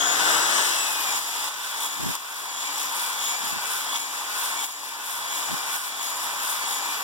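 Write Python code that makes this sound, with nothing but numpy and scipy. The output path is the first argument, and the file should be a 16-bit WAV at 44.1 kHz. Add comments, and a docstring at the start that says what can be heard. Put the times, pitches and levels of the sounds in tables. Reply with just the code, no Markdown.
"""The abrasive balls of a hone scrub the wall of a cylinder in an iron engine block: a gritty hiss of
small impacts over the hollow ring of the air in the bore, with ticks as balls snap over the rim.
An electric drill spins the hone and pumps it in and out; motor and gears whine on multiples of shaft
speed, sag and chatter under load on each stroke. Behind them lie a faint draught and brief puffs of air.
A close pair of microphones hears it in a workshop."""
import sys
import numpy as np
from scipy import signal
from scipy.fft import rfft, irfft, next_fast_len
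from scipy.io import wavfile
from scipy.ndimage import uniform_filter1d, map_coordinates

SR = 44100
rng = np.random.default_rng(int(sys.argv[2]) if len(sys.argv) > 2 else 0)


def digitize_waveform(pressure):
    """Quantize a signal to 16-bit integers and store it at the path in sys.argv[1].

    Rows of a 2-D input are taken as channels; values are limited to [-1, 1].
    """
    field = np.atleast_2d(pressure).T
    bounded = np.clip(field, -1, 1)
    quanta = np.round(bounded * 32767).astype(np.int16)
    wavfile.write(sys.argv[1], SR, quanta)


N = 310023
TIME = np.arange(N) / SR
FFT_SIZE = next_fast_len(N + SR // 2)
BINS_HZ = np.maximum(np.arange(FFT_SIZE // 2 + 1) * SR / FFT_SIZE, 1)
CUTOFF_HZ = 15900
DRIVE_HZ = 60  # the speed control feeds the motor in pulses


def from_db(db):
    """Logarithmic level: decibels to amplitude gain."""
    return 10 ** (np.asarray(db) / 20)


def rms_one(x):
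    """Normalisation: scale to rms 1."""
    return x / np.sqrt(np.mean(x ** 2) + 1e-20)


def in_time(rows):
    """Linear interpolation: each column of a curve table at every sample."""
    s, *columns = np.transpose(rows)
    return [np.interp(TIME, s, column) for column in columns]


def over_hz(points):
    """Interpolation on a logarithmic frequency axis: a spectrum table at every frequency bin."""
    hz, value = np.transpose(points)
    return np.interp(np.log(BINS_HZ), np.log(hz), value)


def filtered(x, response):
    """Linear filtering: multiply the spectrum by a frequency response."""
    return irfft(rfft(x, FFT_SIZE) * response, FFT_SIZE)[..., :N]


def drift(rate):
    """Low-passed noise: smooth chance with spread 1 and about rate turns a second."""
    # a double pole, run at one twentieth of the sample rate past its start-up
    pole = np.exp(-40 * np.pi * rate / SR)
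    noise = rng.standard_normal(N // 20 + 4002)
    slow = signal.lfilter([1], [1, -2 * pole, pole * pole], noise)[4000:]
    return np.interp(np.arange(N) / 20, np.arange(len(slow)), rms_one(slow))


def swell(s, width):
    """Gaussian envelope: a smooth rise and fall of height 1 around a moment."""
    return np.exp(-((TIME - s) / width) ** 2)


def panned(db):
    """Interaural level difference: left and right gains that differ by so many dB."""
    return from_db(np.array([[.5], [-.5]]) * db)


# Level balance of the microphone pair. Each row: frequency in Hz, left-right difference in dB.
PAIR_BALANCE = [(120, 2.5), (280, -1.5), (430, 8), (750, 5), (1050, 1.5), (1350, -5), (1550, -1),
                (1900, -0.5), (3400, 0), (4400, -1), (5200, 3), (7200, 5), (10000, 3.5), (14000, -1.5)]
# Coherence of the pair. Each row: frequency in Hz, likeness of the two channels from 0 to 1.
PAIR_LIKENESS = [(100, 0.67), (220, 0.27), (330, 0.1), (450, 0.87), (640, 0.84), (850, 0.99), (1100, 0.95),
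                 (1220, 1), (1400, 0.26), (1700, 0.9), (2000, 0.52), (2180, 1), (2500, 0.98), (3350, 1),
                 (5000, 1), (5500, 0.66), (7200, 0.83), (8000, 0.78), (9200, 0.065)]
# Phase of the pair. Each row: frequency in Hz, phase lead of the left in rad beyond its delay.
PAIR_LEAD = [(150, -1), (300, 0.3), (400, 1.1), (550, 0.7), (1000, 0.1), (1330, -0.7), (1470, 2.5),
             (1850, 1.52), (2200, -0.54), (4400, 0.3), (7800, 0.73)]
# Sound from the far side. Each row: frequency in Hz, share reaching the right microphone first
# from 0 to 1, of which at most a half is used.
RIGHT_FIRST = [(1900, 0), (2300, 0.4), (2780, 0.4), (3870, 0.64), (4400, 0.55), (5000, 0.4), (7200, 0.26)]
PORT_DELAY_MS = 0.451


def microphone_pair():
    """Interference: sound arrives from both sides, so the two paths cancel in turn up the spectrum."""
    lag = 2 * np.pi * BINS_HZ * PORT_DELAY_MS / 1000
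    crossed = np.clip(over_hz(RIGHT_FIRST), 0, .5)
    left_first = (1 - crossed) * np.exp(-1j * (lag + over_hz(PAIR_LEAD)))
    right_first = crossed * np.exp(1j * lag)
    shared = np.clip(over_hz(PAIR_LIKENESS), 0, 1) * (left_first + right_first)
    unrelated = np.sqrt(np.maximum(1 - abs(shared) ** 2, 0))
    return shared, unrelated, panned(over_hz(PAIR_BALANCE))


def at_microphones(sound, colour, pair):
    """Partial coherence: a direct sound plus its unrelated scatter off block and room."""
    shared, unrelated, balance = pair
    direct, scatter = rfft(sound, FFT_SIZE)
    right = shared * direct + unrelated * scatter
    return irfft(np.array([direct, right]) * colour * balance, FFT_SIZE)[:, :N]


def moving(sound, lag_ms):
    """Varying path length: the right channel arrives a changing moment later."""
    left, right = sound
    heard_at = (TIME - lag_ms / 1000) * SR
    return np.array([left, map_coordinates(right, [heard_at], order=5, mode="nearest")])


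def impacts(per_s, spread_db, ring_ms):
    """Shot noise: rms-1 envelope of many small contacts of uneven force, each dying quickly."""
    force = from_db(spread_db * np.minimum(rng.exponential(1, N), 4))
    hits = (rng.random(N) < per_s / SR) * force ** 2
    # contacts add in energy; ring_ms is the time constant of that energy
    decay = np.exp(-1000 / (ring_ms * SR))
    energy = signal.lfilter([1], [1, -decay], hits + 1e-12)
    return rms_one(np.sqrt(energy))


def friction(envelope, colour, pair):
    """Modulated noise: rubbing shaped by contact and colour, at both microphones."""
    return at_microphones(envelope * rng.standard_normal((2, N)), rms_one(colour), pair)


def tone(phase, lead=0):
    """Propagation delay: a sine of rms 1 that reaches the right microphone a little later."""
    late = np.interp(TIME - PORT_DELAY_MS / 1000, TIME, phase)
    return np.sqrt(2) * np.sin([phase, late - lead])


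# Moments when the whole sound but the rim ticks drops abruptly and creeps back.
# Each row: start in seconds, depth in dB.
LEVEL_DIPS = [(1.19, 4), (1.489, 5.5), (1.87, 4), (2.161, 7), (3.973, 4), (4.655, 8), (5.77, 5)]


def level_dips():
    """Gain reduction: the level falls fast, holds, then climbs back at a steady rate in dB."""
    fall_s, hold_s, recover_db_per_s = 0.017, 0.017, 10.5
    cuts = []
    for s, depth_db in LEVEL_DIPS:
        fall = np.clip((TIME - s) / fall_s + .5, 0, 1)
        remaining_db = np.clip(depth_db - recover_db_per_s * (TIME - s - hold_s), 0, depth_db)
        cuts.append(fall * remaining_db)
    return from_db(-np.max(cuts, axis=0))


# Air from the drill's vents brushes the microphones.
# Each row: centre in seconds, half width of the swell in seconds, level in dB.
VENT_PUFFS = [(2.02, .03, -31), (2.085, .03, -30.5), (3.44, .035, -43.5), (3.55, .045, -45),
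              (5.52, .03, -36)]
# Broad spectrum of the puffs. Each row: frequency in Hz, relative density in dB per Hz.
PUFF_SPECTRUM = [(25, -25), (70, -12), (150, 0), (220, -1), (330, -6), (800, -26)]
# Broad spectrum of the draught. Each row: frequency in Hz, relative density in dB per Hz.
DRAUGHT_SPECTRUM = [(25, -8), (90, 2), (180, -3), (300, -15), (800, -37)]


def vent_puffs(deep):
    """Turbulent pressure: low buffeting on both microphones, a draught that dies on each push and puffs."""
    envelope = sum(from_db(db) * swell(s, half_width) for s, half_width, db in VENT_PUFFS)
    air = rms_one(filtered(rng.standard_normal((3, N)), from_db(over_hz(PUFF_SPECTRUM))))
    draught = rms_one(filtered(rng.standard_normal(N), from_db(over_hz(DRAUGHT_SPECTRUM))))
    lumps = impacts(per_s=300, spread_db=2, ring_ms=5)
    # mostly common to both microphones, with a smaller separate part in each
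    puffs = envelope * lumps * (1.7 * air[0] + .5 * air[1:])
    draught_db = -63.5 + 4 * drift(2.4) - 11 * deep
    return puffs + from_db(draught_db) * draught


# The hone runs free at the mouth of the bore, then is pushed in.
# Each row: time in seconds, motor speed in turns per second before smoothing by inertia.
SPIN_UP_SPEED = [(0, 272.7), (.37, 325.1), (.54, 341.6), (.64, 346.5), (.72, 342.5), (.87, 321.7),
                 (1.13, 294.5)]
# Strokes, each from the moment the hone is pulled up to the rim. Each row: start in seconds,
# slowest and fastest motor speed in turns per second before smoothing by inertia.
STROKE_SPEEDS = [(1.2, 291.5, 305.0), (1.85, 281.0, 303.5), (2.59, 282.5, 294.0), (3.25, 280.0, 297.5),
                 (3.94, 280.0, 297.0), (4.64, 283.0, 297.5), (5.32, 283.5, 297.0), (6.02, 283.5, 300.0),
                 (6.68, 283.0, 297.5)]


def motor_speed():
    """Load torque and inertia: turns per second through the spin-up, then a sag and recovery each stroke."""
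    recover_s, push_s, cruise_s = .19, .34, .47  # after the start of the stroke
    push_sag_per_s, cruise_per_s = 5.5, 291.5  # turns per second
    inertia_s = .05
    points = list(SPIN_UP_SPEED)
    for s, slowest, fastest in STROKE_SPEEDS:
        points += [(s, slowest), (s + recover_s, fastest)]
        points += [(s + push_s, fastest - push_sag_per_s), (s + cruise_s, cruise_per_s)]
    speed, = in_time(points)
    return uniform_filter1d(speed, round(inertia_s * SR), mode="nearest")


def gear_chatter(angle, drive, speed, rasp_db, pair):
    """Backlash: each drive pulse knocks the gears together, louder and sharper as the motor labours."""
    labour = np.clip((292 - speed) / 17, 0, 1)
    beat = np.cos(drive) - 1
    sharpness = .4 + 1.2 * labour ** 2
    knocks = np.exp(sharpness * beat) * from_db(1.5 * drift(70))
    # even out the level over four drive pulses
    knocks = knocks / np.sqrt(uniform_filter1d(knocks ** 2, round(4 * SR / DRIVE_HZ)))
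    mesh_multiple = 11.8  # of motor speed
    ring = knocks * tone(mesh_multiple * angle + .7 * drift(60))
    throb = rms_one(np.exp((.1 + labour) * beat))
    casing_resonance = 1 / (1 + ((BINS_HZ - 3450) / 260) ** 2)
    casing = friction(throb, casing_resonance, pair)
    ring_db = rasp_db - 16 + 17.5 * labour
    casing_db = rasp_db - 10 + 13 * labour
    return from_db(ring_db) * ring + from_db(casing_db) * casing


# Motor and gear tones. Each entry: multiple of motor speed on which they sing.
WHINE_MULTIPLES = (1, 2.55, 5, 8, 9, 16, 24, 25.85, 38.89, 48)
# One row for each multiple. Each row: rms level in dB before fading, flutter and panning, extra dB
# under load, extra dB when drawn back, extra dB when close, extra dB when deep in the bore,
# left-right difference in dB, extra phase lead of the left in rad, roughness in rad.
WHINE_TONES = [(-60.5, 0, 8.5, 0, -9, 15, 2.5, 0.54), (-57, -1.5, 14.5, -11, -13, 11.5, 1.5, .05),
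               (-58.5, -30, 17.5, -1, 14, -15, 0, 0.57), (-45, 7.5, -3, 11.5, 0, 2.5, 0.31, 0.57),
               (-48.5, -18, -7, 4, 4, 9, -1, 0.52), (-45.5, 2, -13, 2, -2, 4, 0, 1.2),
               (-45.5, 1.5, 8.5, 4.5, -18, 6, 0, 0.44), (-52.5, 11, -13, 0, -4, 8, 0.5, 1.5),
               (-45.5, -2, -0.5, 1, -11.5, 9, 1, 0.91), (-54.5, 0, 5, -2, 11, 4, 0.5, 1.3)]
# The main gear whistle waxes and wanes during the spin-up; its last value then holds.
# Each row: time in seconds, extra level in dB.
WHISTLE_SWING_DB = [(0, 5), (.11, 2.5), (.145, 0), (.22, -6), (.28, 2), (.44, 5), (.5, -4), (.6, 5),
                    (.74, -5), (.8, 6), (.96, -13), (1.1, 7), (1.25, 7)]


def drill_whine(angle, drive, load, drawn, close, deep):
    """Harmonic and gear-mesh tones: drive pulses sway them and play in the gears roughens them."""
    whistle_multiple = 24
    out = np.zeros((2, N))
    sway = .009 * (np.sin(drive) + drift(14))
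    strain = np.interp(TIME - .05, TIME, load)  # the tones answer the load .05 s late
    swing_db, = in_time(WHISTLE_SWING_DB)
    for multiple, row in zip(WHINE_MULTIPLES, WHINE_TONES):
        db, load_db, drawn_db, close_db, deep_db, pan_db, lead, rough = row
        # every tone comes and goes, and reflections shift, as the drill moves
        fading_db = 2.4 * drift(8) + 1.1 * np.array([drift(14), drift(14)])
        flutter_db = 2 * rough * (drift(60) + np.cos(drive) - 1)
        level_db = db + load_db * strain + drawn_db * drawn + close_db * close + deep_db * deep
        level_db = level_db + swing_db * (multiple == whistle_multiple)
        phase = multiple * (angle + sway) + rough * drift(70)
        voice = tone(phase, lead + .5 * rough * drift(13.0))
        out += from_db(level_db + fading_db + flutter_db) * panned(pan_db) * voice
    return out


# Balls snap over the rim. 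Each row: start in seconds, peak level in dB before the microphone response.
RIM_SNAPS = [(.479, -13), (1.1912, -14), (1.4428, -15), (1.4853, -17), (1.8068, -16), (1.8603, -14),
             (2.153, -10), (2.7798, -14), (3.2548, -15), (3.2797, -15), (3.3152, -15), (3.9823, -18),
             (4.5995, -18), (4.6443, -15), (4.6576, -17), (4.6658, -16), (4.7232, -23), (4.8908, -19),
             (5.7614, -16), (6.1038, -18)]


def rim_snaps(pair):
    """Elastic release: a ball's springy stalk flicks it at the rim, and a lighter touch ticks thinner."""
    decay_s, hardest_edge_hz, thinning_hz_per_db = .0009, 5000, 400
    out, age = np.zeros((2, N)), TIME[:SR // 20]
    hardest_db = max(db for s, db in RIM_SNAPS)
    for s, db in RIM_SNAPS:
        burst = rng.standard_normal((2, len(age))) * np.exp(-age / decay_s)
        edge_hz = min(hardest_edge_hz + thinning_hz_per_db * (hardest_db - db), CUTOFF_HZ)
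        high_pass = signal.butter(2, edge_hz, "high", fs=SR, output="sos")
        tick = signal.sosfilt(high_pass, burst)
        start = round(s * SR)
        out[:, start:start + len(age)] += from_db(db) * tick / abs(tick).max()
    return at_microphones(out, 1, pair)


# Broad spectrum of the scrubbed block. Each row: frequency in Hz, relative density in dB per Hz.
SCRUB_SPECTRUM = [(30, -27), (100, -12.5), (200, -5), (300, -3.5), (450, -2), (650, 1.5), (1000, 8),
                  (1800, 4.5), (2100, -0.5), (3000, -4), (4200, -23), (7000, -15)]
# Air resonances of the bore. Each row: frequency in Hz, full width at half amplitude in Hz,
# level in dB re the bore roar, extra dB with the hone at the rim, extra dB with it deep inside.
BORE_RESONANCES = [(902, 300, -8, -17, -4.5), (1024, 346, -5, -7, 1), (1522, 300, -11, 7.5, 8),
                   (1680, 270, -7, -4, -8)]


def bore_roar(bore_db, drawn, deep, pair):
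    """Cavity resonance: balls bump along the wall and ring the air; hard scrubbing also shakes the block."""
    bumps = impacts(per_s=3500, spread_db=2.0, ring_ms=4.2)
    body_db = bore_db - 5.0 + 2.9 * drawn + 0.054 * (bore_db - np.mean(bore_db))
    out = from_db(body_db) * friction(bumps, from_db(over_hz(SCRUB_SPECTRUM)), pair)
    for hz, width, db, drawn_db, deep_db in BORE_RESONANCES:
        air = 1 / (1 + ((BINS_HZ - hz ** 2 / BINS_HZ) / width) ** 2)
        level_db = bore_db + db + drawn_db * drawn + deep_db * deep
        out += from_db(level_db) * friction(bumps, air, pair)
    return out


# Swells of scraping, mostly three a stroke. Each row: centre in seconds, half width in
# seconds, extra fine hiss in dB, extra coarse rasp in dB.
SCRAPE_SWELLS = [(1.22, 0.081, 4.1, 0.6), (1.424, 0.073, 3.5, 1.3), (1.672, 0.073, 3.9, 1.3),
                 (1.835, 0.028, 5, 1.5), (1.885, 0.13, 5.3, 1.7), (2.128, 0.111, 5.4, 3.7),
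                 (2.377, 0.112, 8.1, 3.4), (2.628, 0.104, 7.1, 4.9), (2.805, 0.063, 8.1, 5.2),
                 (3.026, 0.13, 10.8, 4.7), (3.281, 0.093, 9.0, 5.2), (3.474, 0.058, 8.5, 4.5),
                 (3.743, 0.13, 9.8, 4.0), (3.987, 0.075, 9.8, 6.3), (4.16, 0.074, 6.8, 4.2),
                 (4.424, 0.127, 10.4, 4.7), (4.681, 0.08, 9.5, 4.8), (4.863, 0.078, 7.0, 4.2),
                 (5.117, 0.121, 10.1, 3.4), (5.372, 0.087, 7.8, 4.2), (5.564, 0.084, 5.0, 2.5),
                 (5.768, 0.08, 10.1, 4.5), (5.869, 0.047, 8.8, 3.7), (6.052, 0.087, 8.9, 3.9),
                 (6.248, 0.072, 5.8, 2.2), (6.493, 0.096, 9.7, 3.9), (6.715, 0.079, 7.7, 3.2),
                 (6.904, 0.085, 4.7, 2.8)]


def scrape_swells():
    """Contact pressure: extra dB of fine hiss and coarse rasp as balls cross the rim, are pushed and pulled."""
    coarse_time = TIME[::64]
    s, half_width, hiss_db, rasp_db = np.transpose(SCRAPE_SWELLS)
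    shapes = np.exp(-((coarse_time[:, None] - s) / half_width) ** 2)
    return [np.interp(TIME, coarse_time, shapes @ db) for db in (hiss_db, rasp_db)]


# Broad spectrum of the scratched iron. Each row: frequency in Hz, relative density in dB per Hz.
GRIT_SPECTRUM = [(100, -42), (1000, -12.5), (2200, 2.5), (3000, 4.5), (4100, 3), (6200, 3), (7300, 2.5),
                 (9000, -0.5), (11500, -5), (16000, -11)]


def grit_hiss(rasp_db, top_db, pair):
    """Abrasion: grains scratch the iron in a dense rasp; the finest, brightest come in sparser bursts."""
    top_share = 1 / (1 + (9000 / BINS_HZ) ** 12)  # power share, crossing over at 9 kHz
    colour = from_db(over_hz(GRIT_SPECTRUM))
    coarse = impacts(per_s=10000, spread_db=-5.0, ring_ms=0.66)
    fine = impacts(per_s=2000, spread_db=-0.5, ring_ms=0.98)
    rasp = friction(coarse * from_db(rasp_db + 1.0), colour * np.sqrt(1 - top_share), pair)
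    hiss = friction(fine * from_db(top_db + 5.0), colour * np.sqrt(top_share), pair)
    return rasp + hiss


# Where the tool is. Each row: time in seconds, left-right difference in dB, hone drawn back to the
# rim from 0 to 1, drill body close to the microphones from 0 to 1.
TOOL_PLACE = [(0, 3.5, 1, 0), (.62, 2.8, 1, 0), (.78, 1.2, .4, 1), (.92, .6, .15, 1), (1.08, .3, 0, .45),
              (1.2, -.2, 0, 0)]
# How hard the balls rub between swells. Each row: time in seconds, then base levels in dB of the
# bore roar, coarse rasp and fine hiss.
RUBBING_LEVELS = [(0.0, -28, -31, -45), (0.2, -26, -26, -39), (0.32, -23.5, -25, -36),
                  (0.46, -25.5, -27, -40), (0.58, -26, -25, -37), (0.68, -28.5, -26, -35),
                  (0.74, -28.5, -27.5, -36.5), (0.93, -31, -31, -37.5), (1.15, -31, -30, -39),
                  (2.4, -33.5, -37, -47), (7.03, -32.5, -36, -44.5)]


def scene():
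    """Superposition: hone and drill sound together, with one motor speed and one stroke motion behind both."""
    speed, pair = motor_speed(), microphone_pair()
    bore_db, rasp_db, top_db = in_time(RUBBING_LEVELS)
    more_hiss_db, more_rasp_db = scrape_swells()
    rasp_db = rasp_db + more_rasp_db
    top_db = top_db + more_hiss_db + .4 * drift(12.0)  # the fine hiss wavers slightly at random
    pan_db, drawn, close = in_time(TOOL_PLACE)
    deep = sum(swell(s + .45, .16) for s, *_ in STROKE_SPEEDS)  # deepest .45 s into each stroke
    angle = 2 * np.pi * np.cumsum(speed) / SR
    drive = 2 * np.pi * DRIVE_HZ * (TIME - .0099)
    load = 1 / (1 + np.exp((speed - 288) / 2.5))  # a slow motor is a loaded one
    hone = bore_roar(bore_db, drawn, deep, pair) + grit_hiss(rasp_db, top_db, pair)
    # the hollows of the spectrum slide as the path to the right microphone changes
    hone = moving(hone, lag_ms=.008 * deep - .0016 * drawn)
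    drill = drill_whine(angle, drive, load, drawn, close, deep)
    drill = drill + gear_chatter(angle, drive, speed, rasp_db, pair)
    tool = (hone + drill) * panned(pan_db)
    return (tool + vent_puffs(deep)) * level_dips() + rim_snaps(pair)


def record(dry):
    """Polarity and band limiting: the right microphone is inverted and the top is cut steeply."""
    low_pass = signal.ellip(12, .1, 80, CUTOFF_HZ, fs=SR, output="sos")
    return signal.sosfilt(low_pass, dry * [[1], [-1]])


dry = scene()
out = record(dry)
digitize_waveform(out)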